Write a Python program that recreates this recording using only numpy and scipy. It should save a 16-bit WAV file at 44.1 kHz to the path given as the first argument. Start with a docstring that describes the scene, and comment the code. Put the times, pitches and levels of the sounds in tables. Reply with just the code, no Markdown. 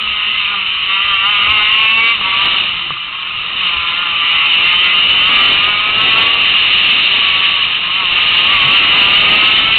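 """Two-stroke racing kart engine, heard on board through a string of corners behind a second kart.
One firing per revolution excites exhaust and tuned pipe; the revs swing as the tyres grip and slip.
Chain and cylinder fins clatter, bumps thud through the frame, air and tyres rush.
A small boxed camera with a narrow band is driven into overload."""
import sys
import numpy as np
from scipy import signal
from scipy.fft import rfft, irfft, next_fast_len
from scipy.io import wavfile

SR = 44100
rng = np.random.default_rng(int(sys.argv[2]) if len(sys.argv) > 2 else 0)


def to_wav(sig):
    """Store sig (one row per channel, or 1-D mono) as 16-bit WAV at the path in sys.argv[1].

    Samples outside -1..1 are clipped; the rate is SR.
    """
    pcm = np.clip(np.atleast_2d(sig), -1, 1) * 32767
    pcm = np.round(pcm).astype(np.int16)
    wavfile.write(sys.argv[1], SR, pcm.T)  # frames by channels


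N = 431298
TIME = np.arange(N) / SR

# own revs, tyres gripping: t/s, firing rate/Hz
REVS = [(0, 210), (.24, 209), (.72, 186), (.95, 195), (1.23, 193), (1.45, 201), (1.7, 213), (2.13, 231.5),
        (2.21, 190), (2.53, 193), (2.75, 175), (3.08, 169), (3.15, 184), (3.45, 172), (4.15, 170),
        (4.55, 164), (4.66, 177), (5.08, 174), (5.24, 179), (5.33, 196), (5.6, 200), (6.4, 233), (6.7, 203),
        (7.3, 188), (7.54, 192), (7.68, 178), (8.35, 175), (8.85, 188), (9.3, 208), (9.78, 225)]
# rear tyre slips: t/s, extra firing rate/Hz, exhaust gain/dB
SLIPS = [(.36, 12, -1), (.53, 9, 6), (1.07, 9, -2), (1.31, 12, 2), (1.52, 11, 1), (2.44, 6, 1),
         (3.6, 16, -1), (4.01, 6, 1), (4.46, 7, 1), (5.16, 9, 1), (5.68, 4, 2), (7.99, 15, 6),
         (8.53, 17, 3), (8.75, 10, 2), (8.96, 11, 0)]
# throttle: opens/s, starts closing/s, closing time/s, exhaust gain/dB, rasp gain/dB
THROTTLE = [(.05, .55, .15, 3, -1), (.86, 1.3, 0.035, 13, 8), (1.3, 2.12, .04, 11.5, 10),
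            (2.2, 2.4, .25, 12.5, 8), (3.58, 5.22, 0.078, 8, 6.5), (5.22, 6.25, .25, 10, 6.5),
            (7.1, 7.62, .12, 7.5, 3.5), (7.8, 8.42, 0.043, 7.5, 5), (8.42, 9.45, 0.42, 10.5, 8.5)]
# exhaust resonance shift with gas heat: t/s, frequency factor
GAS_HEAT = [(0, 1.05), (1.1, 1.04), (2.05, .94), (2.25, 1.01), (5.0, 1.0), (5.5, 1.07), (6.2, 1.0),
            (8.2, .97), (9.6, 1.1)]
# exhaust response: f/Hz, relative level/dB
EXHAUST_SPECTRUM = [(450, -32), (650, -28.5), (780, -20), (930, -9), (1030, -7.5), (1120, 4), (1220, 0.5),
                    (1400, -7), (1560, -16.5), (1750, -15.5), (2100, -29.5)]
# tuned pipe response: f/Hz, relative level/dB
RASP_SPECTRUM = [(1500, -28), (1850, -18), (2050, -7), (2220, -5.5), (2420, -2), (2600, -5.5), (2780, 4),
                 (2950, -5), (3120, -7), (3300, -19.5), (3650, -10), (3900, -21.5), (4300, -40.5)]
# engine mount vibration: order, level at cruise/dB
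MOUNT_ORDERS = [(1, -46), (2, -53)]
# chain, fin and frame response: f/Hz, relative level/dB
CLATTER_SPECTRUM = [(1300, -30), (1700, -16.5), (2050, -13.5), (2400, -8.5), (2650, -3), (2850, 0.5),
                    (3050, -1), (3200, -8.5), (3350, -13.5), (3700, -8), (3950, -15.5), (4200, -22),
                    (4500, -50)]
# frame load in bends: start/s, end/s, easing time/s, clatter gain/dB
BENDS = [(-.2, .9, 0.28, 2), (2.45, 2.68, 0.11, 3), (3.35, 4.7, 0.45, 1.5), (6.4, 7.05, 0.22, 4),
         (7.1, 7.62, 0.22, 2.5), (7.85, 8.4, 0.28, 3)]
# revs of the kart ahead: t/s, firing rate/Hz
AHEAD_REVS = [(0, 167), (.3, 155), (.6, 173), (1.12, 196), (1.7, 221), (2.1, 229), (2.6, 177), (3.6, 142),
              (4.22, 149), (4.66, 173), (5.4, 212), (5.9, 231), (6.5, 189), (7.1, 167), (8.5, 164),
              (9.3, 206), (9.78, 225)]
# its throttle: opens/s, starts closing/s, closing time/s, gain/dB
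AHEAD_THROTTLE = [(-.2, .55, .4, 9.5), (.6, 1.85, 0.12, 12), (3.05, 3.3, .15, 5.5), (3.9, 5.5, .3, 15.5),
                  (5.95, 6.5, 1, 9), (8.3, 11, 0.47, 14)]
# its harmonic envelope: f/Hz, relative level/dB
AHEAD_SPECTRUM = [(170, -33), (700, -36.5), (1000, -25), (1220, -8.5), (1500, -24.5), (1850, -17),
                  (2060, -6), (2260, -9.5), (2550, -6), (2820, 3), (3070, 1.5), (3330, -24.5), (3700, -15),
                  (4200, -35.5)]
# frame thuds: t/s, peak level/dB, f/Hz, 1/e half-width/s
BUMPS = [(.1, -36, 70, .06), (1.50, -26, 76, .03), (2.915, -30, 140, .025), (3.785, -31, 76, .028),
         (8.665, -22, 137, .028)]
# hard chassis knocks: t/s, gain/dB
KNOCKS = [(1.471, -14), (2.212, -16), (2.906, -15)]
# chassis modes: f/Hz, relative level/dB, t60/s
CHASSIS_MODES = [(1100, -7.5, .03), (1180, 2, 0.036), (520, -15.5, 0.019)]
# road speed, as air and tyre rush: t/s, level/dB
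PACE = [(0, -42.5), (.75, -44.5), (1.25, -44), (1.5, -35), (2.08, -39), (2.18, -40.5), (2.45, -31.5),
        (2.8, -42), (3.03, -49), (3.45, -43), (3.65, -38), (4.1, -40), (4.85, -35), (5.5, -29.5),
        (5.8, -34), (6.2, -28), (6.65, -33.5), (7.0, -31.5), (7.85, -38), (8.5, -29.5), (9.25, -27),
        (9.78, -30)]
# exhaust gas noise: f/Hz, relative level/dB
GAS_SPECTRUM = [(600, -29), (830, -13.5), (1000, -3.5), (1130, 1.5), (1250, 5), (1400, -3.5), (1550, -12.5),
                (1900, -16.5)]
# air and tyre noise: f/Hz, relative level/dB
RUSH_SPECTRUM = [(110, -6.5), (190, 1), (300, 0), (500, -2), (800, 0), (1500, -7), (3000, -20.5)]
# road rumble: f/Hz, relative level/dB
RUMBLE_SPECTRUM = [(15, -7.5), (35, -2), (70, -2.5), (110, -2.5), (170, -7), (300, -24)]

CRUISE_HZ, MID_PACE_DB = 200, -35


def own_engine(rate_hz, turns, slip_db):
    """Hollow exhaust note and pipe rasp, rising with throttle and revs; low hum through the mount."""
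    speed = rate_hz / CRUISE_HZ
    octaves = np.log2(speed)
    exhaust_pull_db, rasp_pull_db = trapezoids(THROTTLE, attack_s=.054)
    heat, = curves(GAS_HEAT)
    exhaust_db = -35 + exhaust_pull_db + 5 * octaves + slip_db + 2.1 * drift(21)
    exhaust = harmonics(rate_hz / heat, turns, EXHAUST_SPECTRUM, jitter_turns=.005, waver_db=3)
    rasp_db = -25.5 + rasp_pull_db + 19 * octaves + 1.1 * drift(2.3)
    rasp = harmonics(rate_hz, turns, RASP_SPECTRUM, jitter_turns=.005, waver_db=3.5)
    hum = sum(from_db(db + 4.2 * drift(5.7)) * np.sin(2 * np.pi * order * turns)
              for order, db in MOUNT_ORDERS)
    return from_db(exhaust_db) * exhaust + from_db(rasp_db) * rasp + hum * speed ** 2


def wheel_slip(half_width_s=.055):
    """A rear tyre spins and the revs flare: extra firing rate/Hz, exhaust gain/dB."""
    return sum(np.outer(peaks, np.exp(-((TIME - t) / half_width_s) ** 2)) for t, *peaks in SLIPS)


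def crank(revs, wander, slip_hz=0):
    """Nominal firing rate/Hz and accumulated turns of a slightly unsteady crank."""
    rate_hz = curves(revs)[0] + slip_hz
    unsteady_hz = rate_hz * (1 + wander * (drift(25) + drift(5)))
    return rate_hz, np.cumsum(unsteady_hz) / SR


def harmonics(rate_hz, turns, spectrum, jitter_turns, waver_db, count=24):
    """Firing harmonics glide through resonances; uneven burns roughen the high ones most. Rms 1."""
    tone, power = 0, 1e-12
    uneven_turns = turns + jitter_turns * drift(79)
    for k in range(1, count + 1):
        gain = np.interp(TIME, TIME[::64], response(spectrum, k * rate_hz[::64]))
        gain *= from_db(waver_db * (drift(4) + .6 * drift(30)))
        phase = 2 * np.pi * ((k * uneven_turns + rng.random()) % 1)
        tone += gain * np.sin(phase)
        power += gain ** 2 / 2
    return unit_rms(tone / np.sqrt(power))


def firings(turns, spread_db, decay_per_turn):
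    """Envelope of one decaying burst per turn, each of random strength."""
    strength = from_db(spread_db * rng.standard_normal(4096))[turns.astype(int)]
    return strength * np.exp(-decay_per_turn * (turns % 1))


def clatter(turns, pace_db):
    """Each firing rattles chain, fins and frame; louder at speed and in bends."""
    bend_db, = trapezoids(BENDS, attack_s=.14)
    level_db = -16.5 + .66 * (pace_db - MID_PACE_DB) + bend_db
    shaking = firings(turns, spread_db=.02, decay_per_turn=.61)
    flutter = from_db(1.03 * drift(22) + .6 * drift(2.7))
    return from_db(level_db) * coloured(rng.standard_normal(N) * shaking * flutter, CLATTER_SPECTRUM)


def kart_ahead():
    """Second engine, thin with distance, heard mostly on throttle."""
    pull_db, = trapezoids(AHEAD_THROTTLE, attack_s=.43)
    rate_hz, turns = crank(AHEAD_REVS, wander=.002)
    tone = harmonics(rate_hz, turns, AHEAD_SPECTRUM, jitter_turns=.006, waver_db=3.5)
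    return from_db(-28.5 + pull_db) * tone


def bumps():
    """The unsprung frame thuds over bumps; hard knocks ring its modes."""
    frame = np.zeros(N)
    for t, db, hz, half_width_s in BUMPS:
        envelope = from_db(db) * np.exp(-((TIME - t) / half_width_s) ** 2)
        frame += envelope * np.sin(2 * np.pi * hz * (TIME - t) + drift(25))
    for t, knock_db in KNOCKS:
        age_s = np.clip(TIME - t, 0, 1)
        for hz, mode_db, t60_s in CHASSIS_MODES:
            frame += from_db(knock_db + mode_db - 60 * age_s / t60_s) * np.sin(2 * np.pi * hz * age_s)
    return frame


def rush(turns, pace_db):
    """Exhaust gas puffs, lumpy air and tyre noise, road rumble; all swell with road speed."""
    puffs = rng.standard_normal(N) * firings(turns, spread_db=2.5, decay_per_turn=.33)
    gas = coloured(puffs, GAS_SPECTRUM)
    air = coloured(rng.standard_normal(N) * from_db(1.8 * drift(13)), RUSH_SPECTRUM)
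    road = coloured(rng.standard_normal(N) * from_db(2.4 * drift(9.9)), RUMBLE_SPECTRUM)
    swing_db = pace_db - MID_PACE_DB
    gas_db = -30.5 + .35 * swing_db
    road_db = -40.5 + .61 * swing_db
    return from_db(gas_db) * gas + from_db(pace_db) * air + from_db(road_db) * road


def from_db(db):
    """Decibels to gain."""
    return 10 ** (np.asarray(db) / 20)


def unit_rms(x):
    """Scale to rms 1."""
    return x / np.sqrt(np.mean(x ** 2) + 1e-20)


def curves(rows):
    """Rows of (t/s, values..) to one per-sample curve per value column."""
    times_s, *columns = np.transpose(rows)
    return [np.interp(TIME, times_s, column) for column in columns]


def trapezoids(rows, attack_s):
    """Summed attack-hold-release shapes, one curve per gain column."""
    total = 0
    for start_s, end_s, release_s, *gains in rows:
        attack = np.clip((TIME - start_s) / attack_s, 0, 1)
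        release = np.clip(1 - (TIME - end_s) / release_s, 0, 1)
        total += np.outer(gains, attack * release)
    return total


def drift(corner_hz, hop=40, settle=2000):
    """Slow noise, rms about 1: two one-pole low-passes."""
    pole = np.exp(-2 * np.pi * corner_hz * hop / SR)
    noise = rng.standard_normal(N // hop + settle + 2)
    slow = signal.lfilter([1], [1, -2 * pole, pole * pole], noise)[settle:]
    return np.interp(np.arange(N) / hop, np.arange(len(slow)), unit_rms(slow))


def response(spectrum, hz):
    """Spectrum gain on a log frequency axis, rolled off past both ends."""
    points_hz, points_db = np.transpose(spectrum)
    points_hz = np.r_[points_hz[0] / 2, points_hz, points_hz[-1] * 2]
    points_db = np.r_[points_db[0] - 20, points_db, points_db[-1] - 60]
    return from_db(np.interp(np.log(hz + 1e-3), np.log(points_hz), points_db))


def coloured(excitation, spectrum):
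    """Excitation filtered by a spectrum; rms 1."""
    size = next_fast_len(N + SR // 10)
    bins_hz = np.arange(size // 2 + 1) * SR / size
    return unit_rms(irfft(rfft(excitation, size) * response(spectrum, bins_hz), size)[:N])


def scene():
    """Mono sum at the on-board camera."""
    slip_hz, slip_db = wheel_slip()
    rate_hz, turns = crank(REVS, wander=.001188, slip_hz=slip_hz)
    pace_db, = curves(PACE)
    engines = own_engine(rate_hz, turns, slip_db) + kart_ahead()
    return (engines + clatter(turns, pace_db) + rush(turns, pace_db) + bumps())[None]


def record(dry, drive_db=1.02, ceiling=.75, clip_level=.72, band_hz=4440, cutoff_hz=15900):
    """Fast limiter, narrow band; then a hard clip adds faint crackle on the tallest crests; low-pass."""
    hot = dry * from_db(drive_db)
    envelope = abs(signal.hilbert(hot, next_fast_len(N))[:, :N])
    limited = hot * (1 + (envelope / ceiling) ** 10) ** (-1 / 10)
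    narrow = signal.sosfiltfilt(signal.ellip(10, .2, 95, band_hz, fs=SR, output="sos"), limited)
    clipped = np.clip(narrow, -clip_level, clip_level)
    return signal.sosfilt(signal.ellip(10, .2, 80, cutoff_hz, fs=SR, output="sos"), clipped)


dry = scene()
out = record(dry)
to_wav(out)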